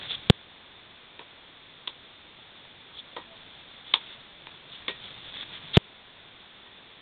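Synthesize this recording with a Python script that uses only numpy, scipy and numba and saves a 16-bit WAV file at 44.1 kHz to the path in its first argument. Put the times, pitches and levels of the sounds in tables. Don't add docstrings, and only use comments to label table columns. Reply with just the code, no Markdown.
import sys
import numpy as np
from scipy.fft import rfft, irfft, next_fast_len
from scipy.io import wavfile
from scipy.ndimage import map_coordinates
from numba import njit

SR = 44100
rng = np.random.default_rng(int(sys.argv[2]) if len(sys.argv) > 2 else 0)


def output_pcm(signal):
    pcm = np.clip(np.atleast_2d(signal).T, -1, 1) * 32767
    wavfile.write(sys.argv[1], SR, np.round(pcm).astype(np.int16))


N = 309141

# (frequency [Hz], gain [dB])
MIC_RESPONSE = [(20, -6), (2900, 0.5), (3200, 3.5), (3470, 9), (3680, 6), (3900, -4), (4250, -10.5),
                (4450, -18.5), (4650, -47.5), (5000, -66.5)]
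LEAD_S = .015
AGE_S = np.arange(SR // 2) / SR - LEAD_S


def rackets(string_hz=1890, string_t60_s=0.18):
    # (time [s], thud [dB], pock [dB], clack [dB], crack [dB], strings [dB], contact [s], scatter [dB])
    strokes = [(1.1935, -22.5, -20, -17, -33, -54, 0.0014, -4),
               (1.8747, -27.5, -21, -40.5, -8.5, -52, 0.0043, -9.5),
               (3.165, -29, -26, -30.5, -29.5, -35, 0.0048, -4),
               (3.9387, -31.5, -22.5, -19.5, -10.5, -51.5, 0.002105, -3.5),
               (4.8818, -33.5, -35.5, -25, -25, -30, .003, -3),
               (6.662, -39, -33.5, -48, -68, -31.5, 0.00345, -5)]
    track, t = np.zeros(N), np.maximum(AGE_S, 0)
    strings = np.sin(2 * np.pi * string_hz * t) * amp(-60 * t / string_t60_s)
    strings = unit_blow(filtered(strings, lambda f: gain(MIC_RESPONSE, f)))
    for time_s, *levels_db, strings_db, contact_s, scatter_db in strokes:
        push = tick(0) - tick(contact_s) + 1.9 * burst(0, t60_s=0.011, rise_s=0.00069)
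        add(track, time_s - LEAD_S, impact(push, levels_db, scatter_db) + amp(strings_db) * strings)
    return track


def overloads(ring_s=0.00066, edge_s=.00015, stuck_db=2.5, rail=.705):
    # (time [s], polarity [+/-1], stuck for [s], ring [dB], ring [Hz])
    hard_volleys = [(.29986, -1, .00319, -2, 3400), (5.77109, 1, .00361, -5.5, 3100)]
    ring, stuck = np.zeros(N), np.zeros(N)
    for time_s, polarity, hold_s, ring_db, ring_hz in hard_volleys:
        t = np.arange(N) / SR - time_s
        envelope = np.exp(-((t + 0.00013) / ring_s) ** 2)
        ring += polarity * amp(ring_db) * envelope * np.sin(2 * np.pi * ring_hz * t)
        stuck += polarity * (np.clip(t / edge_s, 0, 1) - np.clip((t - hold_s) / edge_s, 0, 1))
    return np.clip(ring + amp(stuck_db) * filtered(stuck, coupling), -rail, rail)


def coupling(f, highpass_hz=137, width_hz=178, lowpass_hz=5000):
    highpass = resonance(f, highpass_hz, width_hz) * 1j * f / width_hz
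    return highpass / (1 + 1j * f / lowpass_hz)


def bounces():
    # (time [s], thud [dB], pock [dB], clack [dB], crack [dB])
    landings = [(2.652, -55, -46, -38, -42), (4.4702, -46.5, -40, -34.5, -45)]
    track = np.zeros(N)
    for time_s, *levels_db in landings:
        push = tick(0) + 0.69 * burst(0, t60_s=0.012, rise_s=.001)
        add(track, time_s - LEAD_S, impact(push, levels_db, scatter_db=-8.5))
    return track


def impact(push, levels_db, scatter_db):
    # (centre [Hz], width [Hz])
    ball_modes = [(410, 380), (950, 260), (2400, 1770), (3500, 2080)]
    echoes = burst(0.0045, t60_s=0.12, rise_s=0.0051)
    echoes += amp(-15.5) * burst(.015, t60_s=0.017, rise_s=0.0005)
    echoes += amp(-18) * burst(.15, t60_s=0.36, rise_s=.02)
    sound = 0
    for (hz, width_hz), level_db in zip(ball_modes, levels_db):
        mode = lambda f: resonance(f, hz, width_hz) ** 2 * gain(MIC_RESPONSE, f)
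        direct = unit_blow(filtered(push, mode))
        scattered = unit_blow(filtered(echoes, mode))
        scattered_db = scatter_db - 1.4 * np.log2(hz / 2000)
        sound += amp(level_db) * (direct + amp(scattered_db) * scattered)
    return sound


def shoes(shuffle_db=-47.5, release_s=0.0095):
    # (time [s], length [s], level [dB], relative heel level [dB], bite time [s])
    scuffs = [(0.013, 0.063, -44, -2, 0.013), (0.094, .063, -33, -12, 0.029),
              (2.961, 0.047, -29.5, -28, 0.07), (3.596, 0.026, -43.5, -9.5, .02),
              (3.853, 0.086, -43, -9, 0.047), (3.996, .16, -39, -6, 0.035), (4.713, 0.05, -40, -20, .05),
              (4.994, 0.096, -44, -11, .03), (5.24, 0.06, -45, -6, 0.024), (5.343, .095, -39.5, -5, .06),
              (5.512, 0.075, -44.5, -3.5, 0.048), (5.74, 0.033, -26, -12, 0.018)]
    # (frequency [Hz], gain [dB])
    grit_spectrum = [(200, -20.5), (900, -16.5), (1600, -23.5), (2500, -6), (3300, 4.5), (4500, 0)]
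    heel_spectrum = [(100, -1.5), (400, -2.5), (1100, -1), (2000, 5), (2800, 1.5), (4000, -13.5)]
    shuffle_spectrum = [(80, -2), (200, -1.5), (600, -3.5), (1800, -3.5), (3300, -0.5), (4500, -0.5)]
    t = np.arange(N) / SR
    grit = through_mic(crumbs(per_s=3900, spread_db=-1), grit_spectrum)
    heel = through_mic(crumbs(per_s=4000, spread_db=4.5), heel_spectrum)
    shuffle = through_mic(crumbs(per_s=4900, spread_db=3), shuffle_spectrum)
    track = amp(shuffle_db) * drift(per_s=14, swing_db=2) * shuffle
    for time_s, length_s, level_db, heel_db, bite_s in scuffs:
        bite = np.clip((t - time_s) / bite_s + .5, 0, 1)
        release = np.clip((time_s + length_s - t) / release_s + .5, 0, 1)
        track += amp(level_db) * bite * release * (grit + amp(heel_db) * heel)
    return track


def crumbs(per_s, spread_db):
    cracks = rng.random(N) < per_s / SR
    return unit_rms(cracks * rng.standard_normal(N) * amp(spread_db * rng.standard_normal(N)))


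def faint_tone(time_s=3.32, half_width_s=.04, hz=662, sag_per_s=0.41, level_db=-43):
    t = np.arange(N) / SR - time_s
    envelope = np.exp(-(t / half_width_s) ** 2)
    return amp(level_db) * envelope * np.sin(2 * np.pi * hz * (1 - sag_per_s * t / 2) * t)


def air(level_db=-57):
    # (frequency [Hz], gain [dB])
    rumble_spectrum = [(25, -4.5), (70, -2), (140, 2), (300, -11), (800, -32), (2000, -44.5)]
    rumble = through_mic(rng.standard_normal(N), rumble_spectrum)
    return amp(level_db) * rumble * drift(per_s=3, swing_db=1.2)


def tick(delay_s):
    return unit_blow(np.exp(-((AGE_S - delay_s) * SR / 2) ** 2))


def burst(delay_s, t60_s, rise_s):
    t = np.maximum(AGE_S - delay_s, 0)
    return unit_blow(rng.standard_normal(len(t)) * amp(-60 * t / t60_s) * (1 - np.exp(-t / rise_s)))


def drift(per_s, swing_db):
    knots = rng.standard_normal(int(N * per_s / SR) + 4)
    return amp(swing_db * map_coordinates(knots, [np.arange(N) * per_s / SR]))


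def amp(db):
    return 10 ** (np.asarray(db) / 20)


def unit_rms(x):
    return x / np.sqrt(np.mean(x ** 2) + 1e-20)


def unit_blow(x, blow_s=.01):
    return x / np.sqrt(np.sum(x ** 2) / (blow_s * SR) + 1e-20)


def gain(points, f):
    hz, db = np.transpose(points)
    return amp(np.interp(np.log(f + 1), np.log(hz + 1), db))


def resonance(f, hz, width_hz):
    return 1j * f * width_hz / (hz * hz - f * f + 1j * f * width_hz)


def filtered(x, response):
    size = next_fast_len(len(x) + 8192)
    return irfft(rfft(x, size) * response(np.fft.rfftfreq(size, 1 / SR)), size)[:len(x)]


def through_mic(x, spectrum):
    return unit_rms(filtered(x, lambda f: gain(spectrum, f) * gain(MIC_RESPONSE, f)))


def add(track, time_s, sound):
    start = max(round(time_s * SR), 0)
    track[start:start + len(sound)] += sound[:N - start]


@njit
def gain_control(x, limit, cut_db_per_ms, recover_db_per_s, lag_s):
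    lag = round(lag_s * SR)
    out, duck_db = np.zeros(len(x)), np.zeros(len(x) + lag)
    for i in range(len(x)):
        out[i] = x[i] * 10 ** (-duck_db[i] / 20)
        excess = max(abs(out[i]) - limit, 0.0)
        step_db = (1000 * cut_db_per_ms * excess - recover_db_per_s) / SR
        duck_db[i + lag] = max(duck_db[i + lag - 1] + step_db, 0.0)
    return out


def scene():
    return (rackets() + overloads() + bounces() + shoes() + faint_tone() + air())[None]


def record(dry, hiss_db=-52, band_limit_hz=15800):
    # (frequency [Hz], gain [dB])
    hiss_spectrum = [(25, 2), (120, 6), (600, 2), (1000, 1), (1350, 0), (1900, .5), (2800, -0.5),
                     (4500, -1)]
    treble_response = [(4000, 0.5), (5200, -5.5), (8000, -1.5), (11000, -12.5), (15000, 2), (16000, -26.5)]
    ducked = gain_control(dry[0], limit=0.17, cut_db_per_ms=22, recover_db_per_s=7.5, lag_s=.009)
    hiss = amp(hiss_db) * through_mic(rng.standard_normal(N), hiss_spectrum)
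    top_end = lambda f: gain(treble_response, f) / (1 + (f / band_limit_hz) ** 60)
    return filtered(ducked + hiss, top_end)[None]


dry = scene()
out = record(dry)
output_pcm(out)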